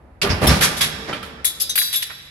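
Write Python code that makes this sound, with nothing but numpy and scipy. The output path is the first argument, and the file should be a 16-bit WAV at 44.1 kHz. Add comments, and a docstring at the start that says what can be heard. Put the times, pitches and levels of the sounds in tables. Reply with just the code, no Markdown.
"""In a large workshop, a guillotine shear makes one stroke: the clutch cracks in, the clamps thump
down and the blade bangs through a steel strip, each blow exciting the resonances of the frame.
The offcut crashes onto the sheet-metal chute and tips over its lip while the ram thumps home.
It then bounces on the concrete floor, ringing in its bending modes and slapping flat.
The motor hums underneath, and the hall prolongs every impact as diffuse reverberation."""
import sys
import numpy as np
from scipy import signal
from scipy.fft import rfft, irfft, next_fast_len
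from scipy.io import wavfile

SR = 44100
rng = np.random.default_rng(int(sys.argv[2]) if len(sys.argv) > 2 else 0)


def wav_out(sig):
    """Save sig, one row per channel (or a flat mono array), as 16-bit PCM at SR to the path in sys.argv[1]."""
    wavfile.write(sys.argv[1], SR, np.round(np.clip(np.atleast_2d(sig).T, -1, 1) * 32767).astype(np.int16))


N = 101429
T = np.arange(N) / SR
FFT_SIZE = next_fast_len(2 * N)
HZ = np.maximum(np.arange(FFT_SIZE // 2 + 1) * SR / FFT_SIZE, 1)

# bending modes of the steel strip: pitch_hz, level_db
STRIP_MODES = [(3323, -6), (3488, -5.5), (3641, -16), (3779, -4.5), (3941, -3.5), (4285, -8.5),
               (4678, -8.5), (5130, -4.5), (5572, -7), (6089, -4), (6492, -8), (6654, -7.5), (7332, -2),
               (7870, -6), (8538, -4.5), (9022, -15.5), (9507, -11.5), (10056, 1), (10767, -13),
               (11030, -8), (11256, -30), (11585, 1), (12409, -7), (13329, 4), (13679, -6), (14330, -1)]


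def from_db(db):
    """Amplitude ratio of a level in decibels."""
    return 10 ** (np.asarray(db) / 20)


def at_hz(points, hz, column=1):
    """Interpolation of a table on a logarithmic frequency axis."""
    points = np.array(points)
    return np.interp(np.log(hz), np.log(points[:, 0]), points[:, column])


def colour(x, gain_db):
    """Causal, minimum-phase filtering with the given gain at every HZ."""
    cepstrum = irfft(np.log(from_db(gain_db)), FFT_SIZE)
    cepstrum[0] /= 2
    response = np.exp(rfft(2 * cepstrum[:FFT_SIZE // 2], FFT_SIZE))
    return irfft(rfft(x, FFT_SIZE) * response, FFT_SIZE)[..., :N]


def per_octave(points):
    """Gain in dB that brings unit white noise to the given octave-band levels."""
    return at_hz(points, HZ) + 10 * np.log10(SR / 2 / np.log(2) / np.maximum(HZ, 20))


def diffuse_noise(coherent_below_hz=750):
    """White noise of a diffuse field: two points are coherent only at long wavelengths."""
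    mid, side = rfft(rng.standard_normal((2, FFT_SIZE)))
    coherence = 1 / (1 + (HZ / coherent_below_hz) ** 2)
    spectra = np.sqrt(1 + coherence) * mid + np.sqrt(1 - coherence) * side * [[1], [-1]]
    return irfft(spectra, FFT_SIZE)[:, :N]


def strike(start, rise, t60):
    """Envelope of a damped vibration: square-root build-up, then exponential decay."""
    attack = np.sqrt(np.clip((T - start) / max(rise, 1e-4), 0, 1))
    return attack * np.exp(-np.log(1000) * np.clip((T - start - rise) / t60, 0, 10))


def struck_mode(start, rise, hz, db, t60):
    """Free vibration of a single mode: a damped sinusoid."""
    return from_db(db) * strike(start, rise, t60) * np.sin(2 * np.pi * hz * (T - start))


def crash(start, rise, t60, levels, chatter_db=2, chatter_per_s=900):
    """Modal overlap: a chattering contact excites so many plate modes that they merge into noise."""
    # the six crash bands, low to high: centre_hz
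    bands_hz = [85, 400, 1600, 3400, 5600, 11000]
    steps = np.arange(2 * N // 20)
    chatter = from_db(chatter_db * np.interp(T * chatter_per_s, steps, rng.standard_normal(len(steps))))
    chatter /= np.sqrt(np.mean(chatter ** 2))
    burst = diffuse_noise() * chatter * strike(start, rise, t60)
    return colour(burst, per_octave(list(zip(bands_hz, levels))))


def motor(hum_hz=142, hum_db=-47, hum_start_s=0.88, hum_rise_s=1.5, end_gain_db=-7.5):
    """Steady broadband rumble of motor and room, slowly turned down; a hum grows after the cut."""
    # rumble of motor and room: frequency_hz, octave_level_db
    spectrum = [(25, -74), (55, -42.5), (110, -53.5), (300, -54.5), (900, -55.5), (2000, -62.5),
                (3200, -75.5), (16000, -81.5)]
    rumble = colour(diffuse_noise(), per_octave(spectrum)) * from_db(end_gain_db * T / T[-1])
    swell = np.clip((T - hum_start_s) / hum_rise_s, 0, 1)
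    return rumble + from_db(hum_db) * swell * np.sin(2 * np.pi * hum_hz * T)


def reverberation(x, build_s=0.02):
    """Convolution with the hall's diffuse impulse response, in which high bands decay soonest."""
    # reverberant field: frequency_hz, level_db, t60_s
    hall = [(73, -21, 3.8), (380, -10, 2.45), (1450, -11, 2.2), (3260, -13, 1.63), (5540, -15, 1.48),
            (10500, -22, 1.1), (16100, -23, 0.58)]
    edges_hz = np.geomspace(20, 18000, 19)
    noise, response = rfft(diffuse_noise(), FFT_SIZE), 0
    for low, high in zip(edges_hz, edges_hz[1:]):
        hz = np.sqrt(low * high)
        decay = strike(0, build_s, at_hz(hall, hz, column=2))
        band = irfft(noise * ((HZ >= low) & (HZ < high)), FFT_SIZE)[:, :N]
        response = response + from_db(at_hz(hall, hz)) * band * decay / np.linalg.norm(decay)
    return signal.fftconvolve(x, response, axes=1)[:, :N]


def chute_lip(rise_s=0.00019):
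    """Impulse excitation: the tipping strip knocks two pitched clanks from the chute's edge."""
    # knocks: start_s, level_db
    knocks = [(1.1285, -18), (1.2305, -24.5)]
    # modes of the lip: pitch_hz, level_db, t60_s
    modes = [(1338, 2.5, 0.058), (2390, -8.5, 0.086), (3110, -6, 0.075)]
    return sum(struck_mode(start, rise_s, hz, db + mode_db, t60)
               for start, db in knocks for hz, mode_db, t60 in modes)


def ring(start, hz, db, t60, rise_s=0.0049, scatter_db=1.34, relative_linewidth=0.0045):
    """Superposition of modes, each reaching each microphone with its own strength and phase."""
    out, first = np.zeros((2, N)), int(start * SR)
    t = T[:min(N - first, SR // 2)]
    strength = from_db(db + scatter_db * hz / hz[0] * rng.standard_normal((2, len(hz))))
    gain = strength * np.exp(2j * np.pi * rng.random((2, len(hz))))
    # the strip flexes as it tumbles, so each mode's phase wanders
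    phase_step = np.sqrt(2 * np.pi * relative_linewidth * hz[:, None] / SR)
    wander = phase_step * np.cumsum(rng.standard_normal((len(hz), len(t))), axis=1)
    waves = np.exp(1j * wander + np.outer(2j * np.pi * hz - np.log(1000) / t60, t))
    out[:, first:first + len(t)] = (gain @ waves).real * (1 - np.exp(-t / rise_s))
    return out


def strip_hit(start, rise, t60, ring_db, ring_t60, spot_hz, levels, spot_db=11.5, spot_width_hz=46):
    """Impact gives a clash and a ring; the point of contact selects the modes excited most."""
    # weak bass of the strip, two lowest crash bands relative to the third: gain_db
    bass_gains = [-60, -23]
    clash = crash(start, rise, t60, [levels[0] + gain for gain in bass_gains] + levels)
    hz, mode_db = np.transpose(STRIP_MODES)
    favoured_db = spot_db * sum(np.exp(-((hz - spot) / spot_width_hz) ** 2) for spot in spot_hz)
    mode_t60 = ring_t60 * (hz[0] / hz) ** 0.53  # high modes die sooner
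    return np.array([clash, ring(start, hz, ring_db + mode_db + favoured_db, mode_t60)])


def slap(start, db, end_hz, glide_hz=1660, glide_s=0.00045, sizzle_above_hz=14100):
    """Dispersion: high bending waves arrive first, so a flat landing clacks with falling pitch."""
    t = np.maximum(T - start, 0)
    cycles = end_hz * t + glide_hz * glide_s * (1 - np.exp(-t / glide_s))
    clack = strike(start, glide_s, t60=0.0082) * np.sin(2 * np.pi * (cycles + rng.random((2, 1))))
    # a hard slap also rings the very highest modes
    highpass = signal.butter(6, sizzle_above_hz, "high", fs=SR, output="sos")
    sizzle = signal.sosfilt(highpass, rng.standard_normal((2, N))) * strike(start, glide_s, t60=0.073)
    return from_db(db) * (clack + from_db(1) * sizzle)


def offcut(chute_t60_s=0.3, chute_spot_hz=(3325, 3641), peak_db=5.5, peak_width_hz=130, valley_db=-6):
    """Inelastic collisions: the strip lands on the chute, then bounces to rest on the floor."""
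    # on the chute: start_s, rise_s, t60_s, ring_db, octave_level_db in the upper four crash bands
    chute_hits = [(0.608, 0.0058, 0.39, -33, -16, -21.5, -16, -21.5),
                  (0.62, 0.027, 0.14, -21.5, -17.5, -23, -9.5, -19),
                  (0.766, 0.017, 0.14, -33, -43, -32.5, -26, -30),
                  (0.807, 0.0076, 0.24, -21, -19, -17.5, -15.5, -18.5)]
    # on the floor: start_s, rise_s, t60_s, ring_db, ring_t60_s, spot_hz, other_spot_hz,
    # octave_level_db in the upper four crash bands
    floor_hits = [(1.445, 0.0085, 0.15, -23, 0.35, 3488, 6654, -34, -29.5, -21.5, -10.5),
                  (1.599, 0.0077, 0.19, -29, 0.5, 4678, 5130, -47.5, -28.5, -20, -23.5),
                  (1.609, 0.014, 0.059, -25.5, 0.19, 11256, 11030, -42, -52, -44, -13),
                  (1.693, 0.0023, 0.17, -20.5, 0.16, 3779, 6089, -40, -40, -22.5, -38),
                  (1.755, 0.0034, 0.083, -28, 0.6, 13330, 4678, -29.5, -26.5, -24.5, -15),
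                  (1.778, 0.0017, 0.087, -20.5, 0.43, 3941, 9022, -25.5, -19, -32, -16.5),
                  (1.817, 0.0055, 0.079, -31, 1, 4678, 5572, -30.5, -40, -19, -27),
                  (1.9275, 0.00081, 0.044, -28, 0.29, 3488, 3323, -34.5, -23, -21, -19.5),
                  (1.938, 0.0012, 0.16, -25.5, 0.21, 3488, 3779, -35, -21.5, -26, -20.5),
                  (1.955, 0.0031, 0.1, -26.5, 0.3, 3488, 11585, -53, -43, -20.5, -38),
                  (2.021, 0.0066, 0.087, -38, 0.44, 3488, 3323, -36.5, -23.5, -24.5, -25),
                  (2.096, 0.007, 0.13, -60, 0.35, 3323, 3488, -30.5, -42, -44, -56)]
    # flat landings on concrete: start_s, level_db, end_hz
    slaps = [(1.4463, -14, 1730), (1.756, -13, 2260), (1.7773, -6.5, 1450), (1.787, -11, 1960),
             (1.8162, -9.5, 1620), (1.9468, -19, 1900), (2.0279, -12.5, 1760), (2.101, -37, 1300)]
    chute = sum(strip_hit(start, rise, t60, db, chute_t60_s, chute_spot_hz, levels)
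                for start, rise, t60, db, *levels in chute_hits)
    floor = sum(strip_hit(start, rise, t60, db, ring_t60, (hz, other_hz), levels)
                for start, rise, t60, db, ring_t60, hz, other_hz, *levels in floor_hits)
    clashes, rings = chute + floor
    # the strip's resonances colour every clash
    peaks = sum(1 / (1 + (2 * (HZ - hz) / peak_width_hz) ** 2) for hz, _ in STRIP_MODES)
    shelf_db = valley_db * np.minimum(HZ / STRIP_MODES[0][0], 1) ** 10
    body_db = 10 * np.log10(1 + from_db(peak_db) ** 2 * peaks) + shelf_db
    return colour(clashes, body_db) + rings + sum(slap(*row) for row in slaps)


def clamp_scrape(centre_hz=5150, width_hz=730):
    """Friction of steel on steel drives one narrow resonance as the clamps grip."""
    # sliding contact: start_s, rise_s, t60_s, level_db
    slips = [(0.297, 0.023, 0.11, -19.5)]
    edges_hz = [centre_hz - width_hz / 2, centre_hz + width_hz / 2]
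    rub = signal.sosfilt(signal.butter(2, edges_hz, "band", fs=SR, output="sos"), diffuse_noise())
    envelope = sum(from_db(db) * strike(start, rise, t60) for start, rise, t60, db in slips)
    return rub / rub.std() * envelope


def machine_and_chute_modes():
    """Damped modes: the stroke's clanks, booms and rings, then the chute's low ring as the strip slides."""
    # single modes: start_s, rise_s, pitch_hz, level_db, t60_s
    modes = [(0.2187, 0.0012, 2780, -12.5, 0.061), (0.2174, 0.00087, 2250, -15, 0.069),
             (.233, 0.011, 396, -14, 0.21), (0.292, 0.0096, 66, -10, 0.12), (.417, 0.0035, 501, -15, 0.13),
             (0.475, 0.0064, 70.4, -3, 0.25), (.472, .002, 5190, -17, 0.26),
             (.472, 0.0028, 5577, -15, 0.28), (.478, 0.045, 156.3, -10, 0.14),
             (0.961, 0.12, 449, -31, 0.24)]
    return sum(struck_mode(*mode) for mode in modes)


def shear_blows():
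    """Source and resonator: heavy broadband blows are reinforced at the frame's natural frequencies."""
    # blows to the machine: start_s, rise_s, t60_s, octave_level_db in all six crash bands
    impacts = [(0.2155, 0.0059, 0.14, -41, -42, -23.5, -16.5, -16, -29),
               (0.222, 0.027, 0.88, -33, -28.5, -24, -31, -42, -41),
               (0.29, 0.018, 0.24, -15.5, -32.5, -25.5, -30, -25, -50),
               (0.412, 0.034, 0.73, -21.5, -20.5, -23, -28, -30, -33.5),
               (0.468, 0.0077, 0.073, -21, -22.5, -66, -12, -28, -14.5),
               (0.476, 0.023, 0.5, -21.5, -28, -20, -23, -19, -30.5),
               (1.076, 0.021, 0.24, -40.5, -32, -28, -40, -34, -56),
               (1.1306, 0.00098, 0.21, -38.5, -34.5, -27.5, -27.5, -36.5, -45),
               (1.228, 0.00032, 0.3, -47, -44.5, -40, -37.5, -43, -44.5)]
    # frame resonances: pitch_hz, width_hz, gain_db
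    frame = [(122.3, 11, 0.5), (188.3, 44, 3.5), (581, 18, 1.5), (1187, 15, 4.5), (2283, 26, -10)]
    blows = sum(crash(start, rise, t60, levels) for start, rise, t60, *levels in impacts)
    return blows + sum(from_db(db) * signal.lfilter(*signal.iirpeak(hz, hz / width, fs=SR), blows)
                       for hz, width, db in frame)


def scene():
    """Superposition of the direct sound, its reverberant field and the motor."""
    direct = shear_blows() + machine_and_chute_modes() + clamp_scrape() + chute_lip() + offcut()
    return direct + reverberation(direct) + motor()


def record(dry, stopband_hz=16800):
    """Transduction by two microphones of unequal response, then peak clipping and a low-pass."""
    # mean response: frequency_hz, gain_db
    response = [(20, -34), (36, -11), (58, -5), (800, -4), (1050, -5.5), (2300, -3), (4500, -2),
                (8000, -10), (10800, -1.5), (13000, -6.5), (14300, -15)]
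    # channel imbalance: frequency_hz, left_minus_right_db
    imbalance = [(60, 1.5), (260, -1), (1300, -4.5), (2800, -6.5), (4000, -4), (5500, -2.5), (7500, 15),
                 (11500, 15), (13500, 6), (16000, 0)]
    heard = np.array([colour(channel, at_hz(response, HZ) + side * at_hz(imbalance, HZ) / 2)
                      for channel, side in zip(dry, (1, -1))])
    lowpass = signal.cheby2(12, 60, stopband_hz, fs=SR, output="sos")
    return signal.sosfilt(lowpass, np.clip(heard, -1, 1))


dry = scene()
out = record(dry)
wav_out(out)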